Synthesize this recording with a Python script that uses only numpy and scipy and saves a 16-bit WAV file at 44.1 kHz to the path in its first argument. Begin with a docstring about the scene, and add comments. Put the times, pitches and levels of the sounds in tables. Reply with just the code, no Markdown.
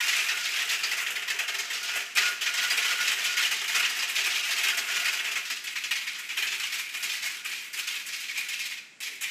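"""In a bare hallway, glass marbles are tipped into a tall plastic marble run and clatter down it.
Each knock is a train of quick clicks that rings the track pieces, the hollow funnel and the struck piece.
Rolling marbles are a patter of random small clicks between the knocks, with a humming trough below.
Noise-built hallway responses smear it into a dense rattle; the funnel's neck and the house sound beneath."""
import sys
import numpy as np
from scipy import signal
from scipy.fft import rfft, irfft, next_fast_len
from scipy.io import wavfile

SR = 44100
rng = np.random.default_rng(int(sys.argv[2]) if len(sys.argv) > 2 else 0)


def digitize_waveform(pressure):
    """Quantize a signal to 16-bit integers and store it at the path in sys.argv[1].

    Rows of a 2-D input are taken as channels; values are limited to [-1, 1].
    """
    field = np.atleast_2d(pressure).T
    bounded = np.clip(field, -1, 1)
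    quanta = np.round(bounded * 32767).astype(np.int16)
    wavfile.write(sys.argv[1], SR, quanta)


N = 410130  # samples

# knocks of marbles on the run, all levels relative: start_s, peak_db, glassy tick_db, thin edge_db and
# funnel_db re peak, struck piece_hz, its ring piece_db re peak
KNOCKS = [(0.0024, -17.5, -28, -1, -14, 2800, -42), (0.0326, -16.5, -27, 1.5, -21, 1860, -21),
          (0.0799, -13.5, -17, 3.5, -22, 3650, -33), (0.127, -14, -18, 2.5, -15, 2150, -24),
          (0.183, -12.5, -28, -0.5, -16, 2450, -25), (0.2847, -17, -16, 4.5, -14, 1820, -18),
          (0.3044, -18, -24, -1, -15, 1970, -38), (0.374, -39, -6, 6.5, -21, 3590, -19),
          (0.4412, -20, -22, 5.5, -25, 3620, -41), (0.5368, -17, -26, -4, -37, 2170, -29),
          (0.5597, -14.5, -17, -0.5, -16, 2800, -26), (0.5891, -15, -28, 0, -18, 3330, -20),
          (0.6896, -13, -16.5, 3, -31, 2590, -41), (0.7337, -18, -16, 0.5, -15, 2310, -34),
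          (0.8321, -13.5, -19, 0.5, -14, 4830, -15), (0.853, -24, -20, -1, -32, 2450, -30),
          (0.913, -15, -16, -1.5, -16, 1940, -34), (0.97, -17, -13, 1.5, -13, 2760, -40),
          (1.0043, -22.5, -8, -9, -12, 2495, -36), (1.0634, -16.5, -21, -3, -21, 1940, -22),
          (1.1047, -21.5, -7.5, -19, -8, 2790, -42), (1.152, -15.5, -19, -2.5, -21, 1990, -27),
          (1.22, -19, -19, -4, -17, 2710, -40), (1.277, -18, -16, 1.5, -19, 1970, -38),
          (1.299, -14.5, -14.5, 0, -15, 1920, -36), (1.388, -13, -17.5, -4, -17.5, 1900, -43),
          (1.4776, -14, -16.5, -0.5, -18.5, 2830, -38), (1.5416, -19.5, -12, 3.5, -12, 2800, -40),
          (1.5846, -17, -11.5, 6.5, -13.5, 4340, -24), (1.6995, -20.5, -13, 1, -17, 2940, -31),
          (1.7321, -19.5, -13, 6.5, -24, 4720, -35), (1.828, -24.5, -6, 8, -31, 4870, -23),
          (1.879, -21.5, -29, 3, -39, 2320, -30), (1.9558, -25.5, -1.5, 2, 0, 1970, -33),
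          (2.019, -37, -15, 5, -18, 2380, -32), (2.151, -23, -7, 6, -12, 2500, -38),
          (2.1597, -17.5, -19, 0, -9, 2620, -38), (2.1712, -7, -17, 0.5, -16, 2230, -41),
          (2.2175, -16, -17, 3, -18, 3750, -40), (2.25, -15.5, -17, 5, -21, 2530, -19),
          (2.2845, -28, -4, -10, -2, 2580, -32), (2.41, -17, -12, 4, -17, 2970, -18),
          (2.459, -14, -20, 2.5, -14, 2060, -33), (2.5375, -20.5, -10, 7, -7, 3560, -32),
          (2.5774, -12.5, -19, 1, -16, 2910, -37), (2.6187, -16, -17, 2, -26, 4500, -29),
          (2.6999, -10, -14.5, -2, -17, 4880, -21), (2.77, -16.5, -10.5, 4.5, -9.5, 2360, -30),
          (2.824, -14.5, -24, -2, -24, 2930, -35), (2.8481, -17.5, -13, 4, -11, 2790, -33),
          (2.9091, -17.0, -23, 1, -7, 3360, -37), (3.0002, -19.5, -15, 4, -6, 2810, -39),
          (3.0751, -13.5, -15, 3, -17, 2700, -30), (3.1, -15, -30, -5, -16, 2970, -25),
          (3.1826, -20, -21, 3, -7, 2020, -35), (3.2394, -18, -10, 5, -27, 2550, -43),
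          (3.3686, -15, -13, 4.5, -20, 2150, -16), (3.38, -20, -19, 3.5, -16, 5000, -23),
          (3.444, -29.5, -4, 4.5, -18, 2870, -1.5), (3.5115, -18, -9, 5.5, -7.5, 4100, -20),
          (3.607, -27, -23, 1, -2.5, 2950, -22), (3.678, -15, -14, 2, -22, 3800, -36),
          (3.7455, -10, -19, 0.5, -12.5, 3660, -43), (3.823, -14.5, -26, -1, -16, 2010, -35),
          (3.848, -13.5, -24, 1, -13, 3600, -39), (3.8937, -20, -10, 5, -8, 4760, -32),
          (3.9613, -18.5, -11, -1, -10, 2580, -22), (3.9902, -19, -16.5, 5, -15, 5070, -19),
          (4.0205, -16.5, -12, 5, -8, 2600, -36), (4.093, -20.5, -6, 2, -11, 2860, -37),
          (4.1539, -17.5, -11, 6.5, -14, 2170, -34), (4.1787, -16, -16, 5, -9, 2200, -32),
          (4.255, -12, -13, 1, -11, 2020, -39), (4.299, -18, -26, 2.5, -18, 3270, -27),
          (4.352, -27, -17, 4.5, -18, 2640, -37), (4.392, -32, -13, 6, -25, 3640, -29),
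          (4.449, -25.5, -8, 2, -18, 2810, -31), (4.507, -14.5, -13, 3.5, -29, 2530, -38),
          (4.5718, -18, -15, 1.5, -23, 2520, -19), (4.6329, -10.5, -13.5, 1, -17.5, 2590, -34),
          (4.689, -30, -11, 1.5, -12, 2590, -26), (4.7718, -21.5, -3.5, 7, -2.5, 2730, -32),
          (4.809, -24, -23, -4, -20, 2150, -23), (4.8801, -20.5, -21, 2.5, -9, 2590, -31),
          (4.9372, -17.5, -21, 4, -12, 4210, -37), (4.993, -20, -15, 1.5, -14, 2800, -29),
          (5.0497, -15, -18, 1, -31, 2590, -18), (5.08, -17, -15, 4, -10, 2600, -24),
          (5.129, -17.5, -13, 2.5, -13, 2590, -33), (5.1906, -16.5, -26, -5, -19, 2600, -21),
          (5.244, -17, -20, -2, -14, 2580, -26), (5.275, -20, -22, -3, -12, 2600, -34),
          (5.3132, -18.5, -13, 2.5, -14, 2550, -31), (5.3547, -14, -16, -0.5, -13, 2480, -24),
          (5.452, -24.5, -12, 7, -17, 2250, -37), (5.5002, -18, -11.5, 5, -6, 5100, -21),
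          (5.6397, -21, -11.5, -2, -16, 2330, -38), (5.668, -17.5, -22, 1.5, -18, 2230, -25),
          (5.7559, -17, -18, 2.5, -15, 2220, -23), (5.8376, -14.5, -21, 0.5, -15.5, 3600, -45),
          (5.909, -9, -20, -3.5, -22, 3600, -38), (5.9545, -15, -19, 1.5, -16, 2900, -22),
          (6.0084, -21, -31, -3, -33, 2120, -35), (6.0688, -19, -17, 3, -19, 2140, -22),
          (6.1439, -22, -26, 1, -19, 3030, -25), (6.1852, -20.5, -12.5, 0.5, -16, 3760, -37),
          (6.2901, -21, -30, 0, -16, 2340, -27), (6.31, -24, -30, 0, -9, 2390, -28),
          (6.369, -12, -15, -3, -17, 2580, -30), (6.3794, -17, -26, 0.5, -13.5, 2800, -34),
          (6.422, -14, -16, -2, -13, 2300, -27), (6.44, -21, -19, -10, -12, 2360, -32),
          (6.469, -19, -26, 4, -27, 2620, -22), (6.5176, -14, -30, -1.5, -16, 3320, -24),
          (6.5967, -18.5, -17, 1, -20, 4590, -35), (6.6297, -20.5, -26, 2.5, -27, 2880, -16),
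          (6.7224, -17.5, -14, 2.5, -21, 2330, -22), (6.7385, -19, -12, 2, -14, 2330, -28),
          (6.7851, -16.5, -13, 0, -18, 2350, -27), (6.9384, -17, -18, -3.5, -15, 2300, -29),
          (7.0267, -17.5, -9, 3.5, -11, 2440, -32), (7.0915, -19, -21, 3.5, -28, 2360, -36),
          (7.222, -17, -19, 1.5, -12, 3240, -27), (7.2576, -20, -10, 2, -9, 2140, -21),
          (7.4459, -20, -14, -7, -16, 2460, -25), (7.4561, -23, -16, 1.5, -13, 2370, -29),
          (7.5181, -23, -16, 3.5, -16, 2420, -31), (7.592, -30.5, -20, -1, -20, 2790, -34),
          (7.7306, -18, -12, -2, -15, 5200, -21), (7.7742, -22, -10, -2, -11, 2540, -22),
          (7.7878, -23, -7, 5.5, -10, 2480, -33), (7.8714, -18, -16, 3, -23, 2670, -23),
          (7.902, -20.5, -16, 1, -22, 2490, -36), (7.957, -21.5, -17, 2.5, -25, 3200, -29),
          (8.0641, -27, -3.5, 6.5, -10, 3900, -26), (8.124, -21, -18, 5, -27, 3700, -21),
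          (8.2, -25, -8.5, 5, -20, 2540, -40), (8.2834, -23.5, -18, 3.5, -20, 2290, -16),
          (8.355, -25, -22, 6, -26, 2340, -13), (8.3748, -21, -9, 2, -9.5, 2420, -18.5),
          (8.4852, -20, -11, 4, -27, 3800, -20), (8.5288, -21.5, -14, 4, -34, 2530, -25),
          (8.592, -23, -10, 8, -32, 4840, -33), (8.6544, -24.5, -7, 6, -29, 2250, -18),
          (8.7022, -25.5, -22, 2.5, -31, 2360, -29), (8.769, -23, -23, 0, -25, 3740, -36),
          (9.003, -20.5, -12, 0.5, -17, 2300, -29.5), (9.024, -22, -9, 9, -12, 2240, -36),
          (9.0702, -29, -9, 6, -5, 2800, -32), (9.109, -34, -9, 3.5, 0, 2200, -28),
          (9.2086, -16.5, -11, -1, -20, 3600, -21), (9.218, -26, -1, -16, -39, 2370, -28),
          (9.2302, -19.5, -24, 3, -17, 2310, -14.5), (9.2786, -23, -28, 0, -29, 2230, -17)]
# the funnel rings while marbles circle in it and falls quiet as it empties: time_s, relative ring_db
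FUNNEL_LOAD = [(0, -17.5), (.8, -16.5), (1.5, -14.5), (2.6, -16.5), (4, -17), (5.35, -16.5), (5.7, -20.5),
               (6.5, -19.5), (7.5, -20), (8.3, -20.5), (9.3, -24.5)]


def from_db(db):
    """Turn decibels into gain."""
    return 10 ** (np.asarray(db) / 20)


def rms_one(x):
    """Scale to rms 1."""
    return x / np.sqrt(np.mean(x ** 2) + 1e-20)


def along(rows, s):
    """Read a curve in time."""
    return np.interp(s, *np.transpose(rows))


def at_hz(points, hz):
    """Read a table on a log-frequency axis."""
    points = np.array(points)
    return np.interp(np.log(hz), np.log(points[:, 0]), points[:, 1])


def steep(x, hz, kind, order=4):
    """Low- or high-pass with a Butterworth slope."""
    return signal.sosfilt(signal.butter(order, hz, kind, fs=SR, output="sos"), x)


def bands(pair):
    """Yield third-octave centres and bands; neighbours come from unrelated inputs."""
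    edges = 50 * 2 ** (np.arange(27) / 3)
    for k, (low, high) in enumerate(zip(edges, edges[1:])):
        band_filter = signal.butter(2, [low, high], "band", fs=SR, output="sos")
        yield np.sqrt(low * high), signal.sosfilt(band_filter, pair[k % 2])


def ring(clicks, modes, spread_db, per_s):
    """Ring two-pole modes; how well each is struck wanders as the marbles move from piece to piece."""
    out = 0
    steps = np.arange(N) * per_s / SR
    for hz, width_hz, level_db in modes:
        wander = np.interp(steps, np.arange(400), np.clip(rng.standard_normal(400), -3, 1.3))
        struck = clicks * from_db(level_db + spread_db * wander) + 1e-18
        r = np.exp(-np.pi * width_hz / SR)  # pole radius: a narrow mode rings longer
        feedback = [1, -2 * r * np.cos(2 * np.pi * hz / SR), r * r]
        out = out + signal.lfilter([(1 - r * r) / 2, 0, (r * r - 1) / 2], feedback, struck)
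    return out


def house():
    """The quiet hum and hiss of the house: steady noise, coloured band by band."""
    # spectrum of the hum and hiss: centre_hz, relative level_db per Hz
    colour = [(60, -2), (140, -2.5), (280, -0.5), (650, -7.5), (1250, -8), (2250, 2.5), (3300, -34),
              (7000, -6), (14000, -55)]
    noise = rng.standard_normal((2, N))
    hiss = sum(from_db(at_hz(colour, hz)) * band for hz, band in bands(noise))
    return from_db(-58.5) * rms_one(hiss)


def hallway(trains, direct_db, near_db, near_t60):
    """A brief direct crack; close walls answer at once and die fast, the far end lingers."""
    # colour of a bare knock: centre_hz, relative level_db per Hz
    clatter = [(80, -37), (125, -23), (220, -34), (400, -18), (600, -16), (950, -18), (1300, -17),
               (1600, -7), (2500, -3), (3200, -5.5), (4200, -4), (7300, -6), (9300, -14), (12000, -10),
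               (15000, -17)]
    # decay at the far end: centre_hz, t60_s
    far_end = [(150, 0.6), (600, 0.78), (2300, 0.76), (3600, 0.73), (6000, 0.69), (14000, 0.49)]
    paths = 9  # heights on the tower, each with its own way through the hallway
    t = np.arange(int(.45 * SR)) / SR
    responses = 0
    for hz, diffuse in bands(rng.standard_normal((2, paths, len(t)))):
        direct = from_db(direct_db - 60 * t / 0.0026)
        near = from_db(near_db - 60 * t / near_t60)
        far = from_db(-60 * t / at_hz(far_end, hz))
        responses = responses + from_db(at_hz(clatter, hz)) * diffuse * (direct + near + far)
    # the clicks hop to a random height every 300 samples
    height = np.repeat(rng.integers(0, paths, N // 300 + 1), 300)[:N]
    size = next_fast_len(N + len(t))
    heard = sum(rfft(trains * (height == k), size) * rfft(path, size) for k, path in enumerate(responses))
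    return irfft(heard, size)[:, :N] / np.sqrt(np.sum(responses ** 2) / paths)


def neck(per_s):
    """Queued marbles jostle in the funnel's neck and keep its narrow tube note sounding."""
    # the note swells and sinks with the queue: time_s, level_db
    queue = [(0, -36.5), (.35, -41), (.6, -54), (1.9, -50.5), (2.0, -44), (2.14, -58), (2.18, -38),
             (2.3, -39), (2.41, -54), (2.5, -33), (2.7, -43), (3.0, -44), (3.2, -50), (3.29, -42),
             (3.44, -42), (3.62, -39.5), (3.72, -47), (3.8, -38.5), (4.0, -56), (4.3, -46.5), (4.5, -51),
             (4.65, -44), (4.8, -43), (5.0, -42), (5.3, -48), (5.6, -53), (8.7, -59), (9.3, -82)]
    neck_hz, neck_width_hz = 1442, 16
    jostle = rng.standard_normal(N) * (rng.random(N) < per_s / SR)
    note = ring(jostle, [(neck_hz, neck_width_hz, 0)], spread_db=-4.5, per_s=11)
    note = steep(steep(note, 1040, "high", order=2), 1400, "low", order=2)
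    return from_db(along(queue, np.arange(N) / SR)) * rms_one(note)


def tower(track, funnel, tick, edge, pieces):
    """Funnel below, track and edges in the middle, glass on top; funnel and track add modes to a dry crack."""
    # modes of the hollow funnel: centre_hz, width_hz, relative level_db
    funnel_modes = [(239, 79, 1.5), (393.3, 19, -2), (433, 42, -6), (702.3, 27.4, 1.5), (892, 21, -1),
                    (1087, 19, -4), (1210, 27, -1.5), (1330, 35, -6)]
    # modes of the thin track pieces: centre_hz, width_hz, relative level_db
    track_modes = [(1220, 100, 7), (1680, 44, -12), (1850, 97, -11), (1976, 56, 7), (2155, 26, 11),
                   (2420, 74, 9), (2592, 28, 10), (2793, 31, 2.5), (2800, 33, -28), (2920, 61, -22),
                   (4760, 67, -7)]
    edge_hz = 3440  # above this the thin edges of the track click
    body_below_hz, body_follows = 3800, 0.17  # track's low part fades with this share of the funnel's fall
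    funnel_follows = 1.58  # the funnel's upper ring fades with this multiple of its fall

    load_db = along(FUNNEL_LOAD, np.arange(N) / SR)
    fall_db = load_db - load_db.max()
    body, full = from_db(body_follows * fall_db), from_db(funnel_follows * fall_db)

    struck = steep(track, edge_hz, "low") + steep(edge, edge_hz, "high")
    thin = steep(steep(struck, 750, "high", order=3), 6400, "low")  # small pieces radiate little bass
    rung = thin + from_db(-7.5) * ring(struck, track_modes, spread_db=5.0, per_s=13)
    rung = body * rung + (1 - body) * steep(rung, body_below_hz, "high")

    hollow = steep(steep(funnel, 181, "high"), 1700, "low", order=2)
    hollow = hollow + from_db(7.5) * ring(funnel, funnel_modes, spread_db=-0.5, per_s=3.4)
    hollow = full * hollow + (1 - full) * steep(hollow, 435, "low", order=3)  # an empty funnel only thuds
    return hollow + rung + steep(tick, 6010, "high") + pieces


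def rolling(per_s, uneven_db):
    """Many small contacts of marbles on seams and each other; the liveliest of three knocks sets the patter."""
    # patter of the rolling marbles: time_s, relative level_db
    patter = [(0, -29), (.6, -31), (.95, -35.5), (1.3, -39), (1.65, -41.5), (1.85, -35), (2.05, -34.5),
              (2.3, -37), (2.65, -31.5), (3.0, -30.5), (3.8, -29.5), (4.05, -38), (4.35, -29.5),
              (5.15, -33), (5.4, -39), (5.75, -39), (6.0, -39), (6.3, -38.5), (6.6, -35.5), (7.1, -32),
              (7.6, -33), (8.2, -35.5), (8.72, -36.5), (8.82, -59), (8.97, -75), (9.03, -38), (9.3, -37.5)]
    # the trough that most marbles roll in hums under them: time_s, pitch_hz, ring_db re patter
    trough = [(0, 2400, -48), (1, 2710, -41), (2.2, 2590, -46), (2.5, 2750, -41.5), (3.5, 2800, -43.5),
              (4.2, 2600, -40), (5.4, 2560, -52), (5.7, 2340, -39.5), (6.2, 2240, -38.5),
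              (6.5, 2350, -43.5), (7.4, 2300, -50), (7.9, 2350, -44), (8.5, 2240, -43.5), (8.75, 2330, -36),
              (9.3, 2330, -37)]
    trough_width_hz = 660
    trough_spread = 0.032  # each knock sends marbles into a trough of slightly different pitch
    # a marble rolls on after its knock, then comes to rest; it takes a share of the knock's strength
    roll_on_s, roll_fade_db_per_s, roll_follows = 0.058, 129, 0.36
    funnel_extra_db, tick_db = 9.5, -9  # patter's funnel share over its load curve; glassy tick re patter

    t = np.arange(N) / SR
    start_s, peak_db, _, edge_db = np.array(KNOCKS).T[:4]
    last = np.maximum(np.searchsorted(start_s, t) - np.arange(1, 4)[:, None], 0)  # last three knocks
    strength_db = roll_follows * (peak_db - peak_db.mean())[last]
    rest_db = roll_fade_db_per_s * np.maximum(t - start_s[last] - roll_on_s, 0)
    lively_db = (strength_db - rest_db).max(axis=0)

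    sizes = from_db(uneven_db * np.minimum(rng.exponential(1, N), 4)) * rng.choice([-1, 1], N)
    clicks = rms_one(sizes * (rng.random(N) < per_s / SR)) * from_db(along(patter, t) + lively_db)

    # a resonance with a moving centre: turn the clicks down to 0 Hz, ring them there, turn back up
    trough_s, trough_hz, trough_db = np.transpose(trough)
    detune = 1 + trough_spread * rng.standard_normal(len(start_s))[last[0]]
    pitch_hz = np.interp(t, trough_s, trough_hz) * detune
    turn = np.exp(2j * np.pi * np.cumsum(pitch_hz) / SR)
    r = np.exp(-np.pi * trough_width_hz / SR)
    hum = np.imag(turn * signal.lfilter([1], [1, -2 * r, r * r], clicks / turn))
    hum = from_db(np.interp(t, trough_s, trough_db)) * hum

    # shares of track, funnel, tick and edges
    shares_db = [0 * t, along(FUNNEL_LOAD, t) + funnel_extra_db, 0 * t + tick_db, edge_db[last[0]]]
    return np.vstack([clicks * from_db(shares_db), hum])


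def knocks(count, fade_db, scatter_db, piece_cycles):
    """Glass ticks, then plastic rattles up and dies: trains for track, funnel, tick, edges, and piece rings."""
    bounce_ms, bounce_spread_ms = 26, 4.0  # time that the bounces after a knock take
    build_share, build_depth_db = 0.39, 1  # rattles fully this far into the bounces; how much softer it starts

    start_s, peak_db, tick_db, edge_db, funnel_db, piece_hz, piece_db = np.array(KNOCKS).T[:, :, None]
    chance = rng.random((len(KNOCKS), 3, count))
    lasts_ms = bounce_ms + bounce_spread_ms * rng.uniform(-1.5, 1.5, (len(KNOCKS), 1))
    order = np.arange(count)
    late = (order + chance[:, 0] * (order > 0)) / count  # share of the bounce time
    sizes = from_db(peak_db - fade_db * late + scatter_db * (chance[:, 1] - 1.0))
    sizes = sizes * np.sign(chance[:, 2] - .5)
    build_db = -build_depth_db * np.maximum(1 - late / build_share, 0)
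    at = np.minimum(((start_s + late * np.abs(lasts_ms) / 1000) * SR).astype(int), N - 1)

    t = np.arange(4096)  # samples of piece ring
    trains = np.zeros((5, N + len(t)))
    shares_db = (build_db, funnel_db + build_db, tick_db, edge_db + build_db / 2)
    for train, share_db in zip(trains, shares_db):
        np.add.at(train, at, sizes * from_db(share_db))

    # the struck piece loses 60 dB in piece_cycles cycles of its own pitch
    decay_db = 60 * t / SR * piece_hz / piece_cycles
    rings = np.sin(2 * np.pi * piece_hz * t / SR) * from_db(piece_db - decay_db)
    struck = sizes * from_db(build_db)
    np.add.at(trains[4], at[:, :, None] + t, struck[:, :, None] * rings[:, None])
    return trains[:, :N]


def scene():
    """Knocks and rolling marbles shake the same tower in the same hallway."""
    # gain rows: track, funnel, glass, edges, and struck piece (knocks) or trough hum (rolling)
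    trains = knocks(count=14, fade_db=16.0, scatter_db=6.5, piece_cycles=37.0)
    trains *= from_db([[12], [30.5], [22.5], [12.5], [11]])
    trains += from_db([[-4], [9.5], [3], [-3.5], [-3]]) * rolling(per_s=500, uneven_db=3.5)
    heard = hallway(trains, direct_db=17, near_db=12, near_t60=.085)
    return np.tile(tower(*heard) + neck(per_s=900) + house(), (2, 1))


def record(dry):
    """One microphone on both channels: bass rolled off, top cut."""
    cutoff_hz = 15900
    thin = steep(dry, 144, "high")
    return signal.sosfilt(signal.cheby2(14, 60, cutoff_hz, fs=SR, output="sos"), thin)


dry = scene()
out = record(dry)
digitize_waveform(out)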